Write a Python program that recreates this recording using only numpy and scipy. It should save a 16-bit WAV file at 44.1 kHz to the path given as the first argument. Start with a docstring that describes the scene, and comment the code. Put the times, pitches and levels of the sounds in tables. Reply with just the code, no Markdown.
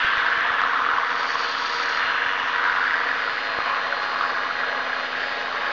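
"""A grainy, uneven mechanical chatter with hard knocks, over thin singing lines and a wavering whistle.
A small electric motor idles a propeller on a hollow model aircraft standing on a carpet indoors: the shaft
chatters in its bearings and the shell rings with it, magnet poles sing, the speed controller whistles.
Noise and clicks through resonances make chatter and a close rustle; sines make lines; short rings make knocks.
The hand-held microphone circles between nose and flank, so the colours change; it samples at 12 kHz."""
import sys
import numpy as np
from scipy import signal
from scipy.fft import rfft, irfft, next_fast_len
from scipy.io import wavfile

SR = 44100
rng = np.random.default_rng(int(sys.argv[2]) if len(sys.argv) > 2 else 0)


def unload_audio(sound):
    """Save the sound as a 16-bit wav file, at the path given as the first command line argument."""
    columns = np.transpose(np.atleast_2d(sound))
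    # keep every value between -1 and 1, then stretch to whole-number steps
    steps = np.round(np.clip(columns, -1, 1) * 32767)
    wavfile.write(sys.argv[1], SR, steps.astype(np.int16))


def boost_factor(decibels):
    """Convert a level in decibels to a linear amplitude factor."""
    exponent = np.asarray(decibels, float) / 20
    return 10 ** exponent


N = 252237


def rms_one(x):
    """Scale a signal to rms 1."""
    return x / np.sqrt(np.mean(x ** 2) + 1e-20)


def in_time(rows):
    """Draw each column of a table as an automation curve over every sample."""
    s, *columns = np.transpose(rows)
    return [np.interp(np.arange(N) / SR, s, c) for c in columns]


def phase_of(hz):
    """Running phase in radians of a changing rate."""
    return 2 * np.pi * np.cumsum(hz) / SR


def drift(corner_hz):
    """Random wavering of spread 1: noise smoothed by two equal poles, drawn at every 20th sample."""
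    r = np.exp(-40 * np.pi * corner_hz / SR)
    noise = rng.standard_normal(N // 20 + 4002)
    slow = signal.lfilter([1], [1, -2 * r, r * r], noise)[4000:]
    return np.interp(np.arange(N) / 20, np.arange(len(slow)), rms_one(slow - slow.mean()))


def band(x, low_hz, high_hz):
    """Steep band-pass."""
    return signal.sosfilt(signal.butter(3, [low_hz, high_hz], "band", fs=SR, output="sos"), x)


def resonance(x, hz, width_hz):
    """Two-pole resonance of peak gain 1."""
    r = np.exp(-np.pi * width_hz / SR)
    gain = (1 - r * r) / 2
    return signal.lfilter([gain, 0, -gain], [1, -2 * r * np.cos(2 * np.pi * hz / SR), r * r], x)


def grains(per_s, spread_db):
    """Random clicks of uneven size and either sign, rms 1."""
    sizes = boost_factor(spread_db * np.minimum(rng.exponential(1, N), 3)) * rng.choice([-1, 1], N)
    return rms_one(sizes * (rng.random(N) < per_s / SR))


def burst(s, db, hz, rise_s, fall_s):
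    """A short ring with a rounded swell and decay, peaking just after s."""
    t = np.arange(-.01, .03, 1 / SR)
    shape = np.exp(-(t / np.where(t < 0, rise_s, fall_s)) ** 2)
    out = np.zeros(N + len(t))
    at = round((s + rise_s + t[0]) * SR)
    out[at:at + len(t)] = boost_factor(db) * shape * np.cos(2 * np.pi * hz * t)
    return out[:N]


# where the microphone stands: (t/s, position from 0 at the nose to 1 at the flank)
BEARING = [(0, 0.15), (1.3, 0.1), (2.9, 0), (3.7, 0.9), (4.5, 1), (5.72, 0.9)]


def microphone_bearing():
    """The path of the hand-held microphone around the aircraft, 0 at the nose to 1 at the flank."""
    return in_time(BEARING)[0]


def room(x, places):
    """Reflections as dying noise; the tail cross-fades from place to place as the microphone moves."""
    t60_s = 0.28
    t = np.arange(int(.4 * SR)) / SR
    position, out = np.linspace(0, places - 1, N), 0
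    for place in range(places):
        tail = rng.standard_normal(len(t)) * boost_factor(-60 * t / t60_s) * (t > .004)
        tail = tail / np.sqrt(np.sum(tail ** 2))
        near = np.cos(np.pi / 2 * np.clip(position - place, -1, 1))
        out = out + near * signal.fftconvolve(x, tail)[:N]
    return out


# steady tone: (f/Hz, rms level/dB)
LOW_HUM = (107.8, -65.5)


def low_hum():
    """A low steady sine."""
    hz, db = LOW_HUM
    return np.sqrt(2) * boost_factor(db) * np.sin(2 * np.pi * hz * np.arange(N) / SR)


# low bumps: two early thumps, then mostly small bumps of the overloaded input at loud bursts:
# (t/s, peak level/dB, direction +1 up or -1 down)
LOW_BUMPS = [(0.046, -29, -1), (.176, -35, -1), (.376, -36, 1), (0.507, -35, 1), (.822, -38, 1),
             (.939, -40, 1), (1.985, -41, -1), (2.045, -39, 1), (2.265, -40, 1), (2.439, -40, 1),
             (2.718, -41, -1)]
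# one dull tap: (t/s, peak level/dB, f/Hz)
TAP = (3.5872, -14, 640)


def low_bumps_and_tap():
    """Each low bump is one short swing up or down; the tap is one short dull ring."""
    bumps = sum(np.sign(way) * burst(s, db, 25, 0.00046, 0.0024) for s, db, way in LOW_BUMPS)
    return bumps + burst(*TAP, .0004, .0013)


# treble resonances of the rustle: (f/Hz, width/Hz, level/dB relative)
RUSTLE_MODES = [(4510, 420, 4.5), (4796, 240, 4), (5485, 450, -0.5), (5970, 810, -12)]


def rustle_rings(drive):
    """Each broad treble resonance answers the same drive, in alternating sign."""
    out = 0
    for k, (hz, width, db) in enumerate(RUSTLE_MODES):
        out = out + (-1) ** k * boost_factor(db) * resonance(resonance(drive, hz, 1300), hz, width)
    return out


# swell of the grainy part: (t/s, level/dB against its rms)
RUSTLE = [(1.05, -58), (1.15, -46), (1.22, -41), (1.3, -40), (1.4, -36.5), (1.5, -41.5), (1.6, -40.5),
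          (1.76, -36.5), (1.88, -40), (1.98, -40.5), (2.08, -48), (2.2, -57)]
# sharper ticks within the rustle: (t/s, peak level/dB)
CRACKLES = [(1.2984, -31), (1.398, -29), (1.457, -29), (1.748, -28), (1.8344, -30), (1.9165, -30)]


def rustle():
    """A bright rustle close by: clumped grains and a few sharper ticks ring broad treble resonances."""
    s, db = np.transpose(CRACKLES)
    peak_of_one = np.abs(rustle_rings(np.eye(1, 400)[0])).max()
    ticks = np.zeros(N) + 1e-18
    ticks[(s * SR).astype(int)] = boost_factor(db) / peak_of_one
    clumped = grains(3000, 3.5) * boost_factor(2.0 * drift(50.0))
    return boost_factor(in_time(RUSTLE)[0]) * rms_one(rustle_rings(clumped)) + rustle_rings(ticks)


def singing_line(phase, nose_db, flank_db):
    """One sine whose level (dB rms) follows the microphone, with its own slow fade and quick flutter."""
    level_db = nose_db + (flank_db - nose_db) * microphone_bearing()
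    level_db = level_db + 0.7 * drift(1.2) + 1.7 * drift(11.0)
    return np.sqrt(2) * boost_factor(level_db) * np.sin(phase + rng.uniform(0, 2 * np.pi))


# whistle level before flutter: (t/s, rms level/dB)
WHISTLE = [(0, -55), (.4, -47.5), (.85, -60), (1.5, -46), (2.1, -42.5), (2.4, -54), (3.25, -51),
           (3.5, -43.5), (3.75, -48.5), (3.95, -42), (4.2, -49.5), (5.25, -45.5), (5.72, -55)]
# its second harmonic before flutter: (t/s, rms level/dB)
OCTAVE = [(0, -60), (.9, -58), (1.5, -52), (3.2, -53), (3.7, -64), (4.2, -56), (4.7, -52), (5.72, -52)]
# distance of each side line above the whistle: (cycles per shaft turn)
SIDE_TURNS = (63, 84, 105, 126, 147, 168, 189)
# side line levels before wavering: (rms level/dB at the nose, rms level/dB at the flank)
SIDE_DB_AT = [(-63, -65), (-70, -61), (-57, -60), (-61, -72), (-57.5, -55), (-60, -62), (-56, -66)]


def whistle(turn):
    """Switching whistle of the speed controller, its second harmonic, and side lines spaced by the shaft."""
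    switch = phase_of(4166.0 + .7 * drift(2.0))   # Hz
    flutter_db = 1.7
    tone = boost_factor(in_time(WHISTLE)[0] + flutter_db * drift(3.6)) * np.sin(switch)
    octave = boost_factor(in_time(OCTAVE)[0] + flutter_db * drift(9.0)) * np.sin(2 * switch)
    sides = sum(singing_line(switch + k * turn, *dbs) for k, dbs in zip(SIDE_TURNS, SIDE_DB_AT))
    return np.sqrt(2) * (tone + octave) + sides


# lines that keep one level all round: (cycles per shaft turn)
TURN_ORDERS = (3, 12, 17, 18, 21, 23, 25, 28, 126, 63, 231)
# their levels before wavering, the same all round: (rms level/dB)
ORDER_DB = [-80, -63, -61, -61.5, -58.5, -54, -53, -52.5, -55, -44, -64]
# lines whose level changes between nose and flank: (cycles per shaft turn)
DIRECTED_TURNS = (9, 13, 14, 24, 42, 48, 49, 147, 168, 189)
# their levels before wavering: (rms level/dB at the nose, rms level/dB at the flank)
DIRECTED_DB_AT = [(-79, -63.5), (-57, -51), (-53.5, -59.5), (-46, -52.5), (-47.5, -41), (-44, -49),
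                  (-39, -51.5), (-52, -52), (-51, -60), (-55, -50)]


def pole_lines(turn):
    """Magnet poles sing sines at whole multiples of the shaft rate."""
    all_round = sum(singing_line(k * turn, db, db) for k, db in zip(TURN_ORDERS, ORDER_DB))
    return all_round + sum(singing_line(k * turn, *dbs) for k, dbs in zip(DIRECTED_TURNS, DIRECTED_DB_AT))


# shaft speed before a tiny random drift: (t/s, turns per s)
SHAFT = [(0, 19.70), (.25, 19.74), (.72, 19.802), (1.15, 19.837), (1.8, 19.837), (2.9, 19.82),
         (3.5, 19.845), (4.0, 19.868), (4.95, 19.84), (5.72, 19.815)]


def whine():
    """Pole lines and the whistle's side lines follow one turning shaft; the whistle keeps its own pitch."""
    turn = phase_of(in_time(SHAFT)[0] * (1 + .0002 * drift(3.0)))
    return pole_lines(turn) + whistle(turn)


# harder knocks of the shaft, plus at 3.5874 s the higher ring of the dull tap: (onset t/s, level/dB 3 dB above
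# the played peak, f/Hz)
KNOCKS = [(0.0246, -11, 1580), (0.0687, -17, 1600), (0.1333, -10.5, 1210), (0.154, -12, 1310),
          (0.1988, -9, 1600), (0.2314, -16, 1520), (0.265, -8.5, 1570), (0.2843, -9, 1430),
          (0.3156, -10.5, 1670), (0.3265, -8, 1490), (0.438, -11, 1650), (0.4885, -12, 1810),
          (0.5048, -13, 1220), (0.568, -13, 1060), (0.5921, -10.5, 1670), (0.6362, -5, 1280),
          (0.66, -13, 1620), (0.6953, -11.5, 1540), (0.7733, -11.5, 1400), (0.8192, -7, 1290),
          (0.8419, -14, 1320), (0.8636, -8, 1250), (0.8888, -8, 1300), (0.9358, -9, 1410),
          (0.9835, -4.5, 1074), (1.0191, -16, 990), (1.033, -10.5, 1130), (1.0798, -16, 1450),
          (1.1533, -12.5, 1250), (1.2025, -17, 1080), (1.3548, -7.5, 1090), (1.5663, -17, 1400),
          (1.5772, -14, 1200), (1.7998, -15, 1350), (1.8741, -13, 1550), (2.0747, -15, 1500),
          (2.0989, -10, 1592), (2.1989, -21, 1820), (2.2198, -8.5, 1650), (2.2612, -7.5, 1680),
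          (2.2842, -15, 1810), (2.4596, -15, 1570), (2.4953, -15, 1100), (2.53, -15, 1210),
          (2.595, -8, 1470), (2.661, -11, 1551), (2.6844, -8, 1410), (2.6972, -8, 1580),
          (2.7706, -12, 1070), (2.805, -12, 1600), (2.815, -9.5, 1490), (2.8583, -13, 1459),
          (2.8782, -11, 1610), (2.9403, -7.5, 1670), (3.0341, -15, 1247), (3.1136, -10.5, 1713),
          (3.2763, -11, 1380), (3.5874, -13, 1266), (3.925, -9, 1486), (4.132, -14, 1081),
          (4.2093, -7, 1221), (4.2377, -10.5, 1378), (4.3486, -16, 1638), (4.509, -10.5, 1354),
          (4.5519, -18, 1660), (4.6341, -12.5, 1398), (4.6803, -22, 1720), (4.6875, -13.5, 1620),
          (4.7594, -16.5, 1120), (4.8041, -15, 1580), (4.9307, -12.5, 1653), (5.231, -14, 1740)]


def knocks():
    """Hard blows of the shaft ring in the shell for a few cycles; one row adds a higher ring to the dull tap."""
    return sum(burst(s, db - 3.0, hz, 0.0007, 0.0036) for s, db, hz in KNOCKS)


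# pitches at which the shell answers a landing: (f/Hz)
LANDING_HZ = (1080, 1250, 1420, 1560, 1700)


def landing_blows(bounce, level, lean):
    """One uneven blow per shaft bounce, each striking one spot of the shell with its own pitch."""
    landed = np.diff(np.floor(bounce / (2 * np.pi)), prepend=0) > 0
    for s, _, _ in KNOCKS:   # a hard knock takes the place of a landing
        landed[round((s - .007) * SR):round((s + .007) * SR)] = False
    sizes_db = rng.uniform(-7.0, 2.0, N) + drift(18.0)
    landings = rms_one(landed * boost_factor(sizes_db) * rng.choice([-1, 1], N))
    spot = rng.integers(0, len(LANDING_HZ), N)
    out = 0
    for k, hz in enumerate(LANDING_HZ):
        ring = resonance(resonance(landings * (spot == k), hz, 700), hz, 480)
        out = out + boost_factor(level + lean * (.5 - k / (len(LANDING_HZ) - 1))) * ring
    return rms_one(out)


# colour of the chatter: (f/Hz, level/dB per Hz, relative)
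SHELL = [(20, -27), (140, -23), (300, -19), (620, -9.5), (890, -7), (970, -3), (1700, 4), (2100, -8.5),
         (3200, -11), (4900, -22.5), (5150, -30.5), (5900, -34.5), (6600, -42), (8200, -58.5)]
# pitches at which the boom, chatter and upper-hiss changes hold fully: (f/Hz)
HEARD_HZ = (640, 1100, 1680, 2900, 3800, 4700)


def shaft_and_blades(crowding, heard, touches_per_s=220, spread_db=2.5, touch_share=0.38):
    """Blade hiss in quarter-octave bands; around 1.4 kHz the shell rings with separate shaft touches."""
    hiss = rng.standard_normal((2, N))   # neighbouring bands take turns
    edges = 20 * 2 ** np.arange(0, 8.8, 1 / 4)
    together = drift(25.0)   # flicker common to all bands
    shell_hz, shell_db = np.transpose(SHELL)
    heard_at = np.log([250, *HEARD_HZ, 5800])   # the changes fade out towards both ends
    out = 0
    for k, (low, high) in enumerate(zip(edges, edges[1:])):
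        pitch = np.log(np.sqrt(low * high))
        share = touch_share * np.exp(-((pitch - np.log(1350)) / .5) ** 2)
        drive = np.sqrt(1 - share) * hiss[k % 2]
        if 500 < low < 2100:   # separate touches in every band, so each rings at one pitch
            drive = drive + np.sqrt(share) * 1.15 * grains(touches_per_s * crowding, spread_db)
        weights = [np.interp(pitch, heard_at, row) for row in np.eye(8)[1:7]]
        level_db = np.interp(pitch, np.log(shell_hz), shell_db) + np.dot(weights, heard)
        level_db = level_db + .5 * (together + drift(26.0)) + .7 * drift(2.13)
        out = out + boost_factor(level_db) * band(drive, low, high)
    return rms_one(out)


# resonances of the hollow shell: (f/Hz, width/Hz, gain level/dB at the nose, gain level/dB at the flank)
SHELL_MODES = [(477, 130, 3, 3), (573, 28, 4.5, 9), (633, 83, -14.5, -3), (678.4, 40, 8, 10.5),
               (708, 32, 3.5, -2.5), (868, 77, -4.5, -5), (1666, 140, -2, -10.5), (1085, 70, 1.5, 8),
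               (1660, 55, 1.5, 7), (1935, 50, 4, 5), (2207, 45, 0, 4), (2326, 50, 4, 0), (2455, 45, 1, 5),
               (2790, 60, 3, 3), (2990, 45, 4, 4), (3370, 50, 4, 0), (3670, 70, 4, 3), (4530, 81, 6, 6)]


def shell_ring(x):
    """Each shell mode lifts or dips its own pitch, by an amount that follows the microphone."""
    bearing = microphone_bearing()
    out = x
    for hz, width, nose_db, flank_db in SHELL_MODES:
        gain = boost_factor(nose_db + (flank_db - nose_db) * bearing)
        out = out + (gain - 1) * resonance(x, hz, width)
    return out


# chatter near 1.4 kHz as the microphone sways: (t/s, level/dB change, lean level/dB of 1.1 over 1.7 kHz)
CHATTER = [(0, 3, -3), (.5, 4.5, 3.5), (.95, 3, 5.5), (1.65, -1.5, 4), (2.05, 3, -2), (2.4, 1.5, 4),
           (2.75, 4.5, 1.5), (3.45, -3, -4), (3.75, 0.5, 2), (3.95, -3, 0.5), (4.2, 0.5, 2),
           (4.45, -2, -1.5), (4.7, -3.5, -6), (4.92, -2.5, -0.5), (5.1, -5, -6), (5.25, -5, -10),
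           (5.42, -6.5, -6.5), (5.52, -4.5, 2), (5.62, 0, -3), (5.72, -2.5, -6)]
# upper hiss: (t/s, level/dB change at 2.9 kHz, level/dB change at 3.8 kHz, level/dB change at 4.7 kHz)
UPPER = [(0, 11, 2.5, 4), (.3, 2, 1, -2), (.65, 1, 1.5, -10), (.95, -2, -0.5, -3.5), (1.4, 3, 2.5, 3.5),
         (1.8, 2, 4.5, 5), (2.2, 7, -4.5, -6), (2.6, -0.5, 1.5, -1), (3, 0, -2.5, 2), (3.3, 0.5, -0.5, 4.5),
         (3.8, 1, -0.5, 0.5), (4.3, -3, -1, 5), (4.75, -2, 0.5, -4.5), (5.3, 2.5, 0, 6), (5.72, -2, 1, 1.5)]
# how fast the loose shaft bounces, before random drift: (t/s, bounces per s)
BOUNCE = [(0, 100), (.6, 86.7), (1.3, 82), (1.8, 79), (2.1, 96), (2.7, 89), (3.3, 104), (4.1, 98),
          (4.8, 89.3), (5.72, 89)]


def chatter(bounce_db=7.0, landing_db=-5, room_db=-10):
    """The loose shaft bounces in its bearings: touches, landings and blade hiss ring the shell and room."""
    level, lean = in_time(CHATTER)
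    # the shell near 640 Hz is louder from the flank, and wavers
    boom = 3 * (microphone_bearing() - .5) + 1.2 * drift(5.0)
    heard = np.array([boom, level + lean / 2, level - lean / 2, *in_time(UPPER)])
    bounce = phase_of(in_time(BOUNCE)[0] * (1 + .04 * drift(4.0) + .04 * drift(60.0)))
    # touches crowd at each bounce, strong and weak in turn
    crowding = boost_factor(bounce_db * (np.cos(bounce) + .5 * np.cos(bounce / 2)))
    blows = boost_factor(landing_db) * landing_blows(bounce, level, lean)
    rung = shell_ring(shaft_and_blades(crowding, heard) + blows)
    return boost_factor(-24.0) * rms_one(rung + boost_factor(room_db) * room(rung, places=4))


def scene():
    """All sources meet at one microphone."""
    return (low_hum() + low_bumps_and_tap() + rustle() + whine() + knocks() + chatter())[None]


def overloaded(dry, low_top=0.23, high_top=0.24):
    """The input stage overloads sooner on negative peaks, so loud bursts leave low bumps."""
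    top = np.where(dry < 0, low_top, high_top)
    bent = dry / (1 + (dry / top) ** 4) ** (1 / 4)
    # the overload is sluggish and adds little treble
    return dry + signal.sosfilt(signal.butter(2, 3600, fs=SR, output="sos"), bent - dry)


def sampled(x):
    """Sampling mirrors treble about half the sampling rate; gentle smoothing lets part of it through."""
    sampling_hz, slope_hz = 12000, 1670   # slope_hz: half width of the smoothing filter's slope
    mirrored = x * (1 + 2 * np.cos(2 * np.pi * sampling_hz * np.arange(N) / SR))
    size = next_fast_len(N)
    hz = np.arange(size // 2 + 1) * SR / size
    slope = np.clip((hz - sampling_hz / 2) / slope_hz, -1, 1)
    return irfft(rfft(mirrored, size) * (1 - np.sin(np.pi / 2 * slope)) / 2, size)[:, :N]


def top_cut(x):
    """Nothing passes above the cut-off."""
    return signal.sosfilt(signal.butter(12, 7690, fs=SR, output="sos"), x)


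def record(dry):
    """The input stage overloads, slow sampling ends the band, and a small constant offset is added."""
    mix = sampled(overloaded(dry)) - .0019
    return top_cut(mix)


dry = scene()
out = record(dry)
unload_audio(out)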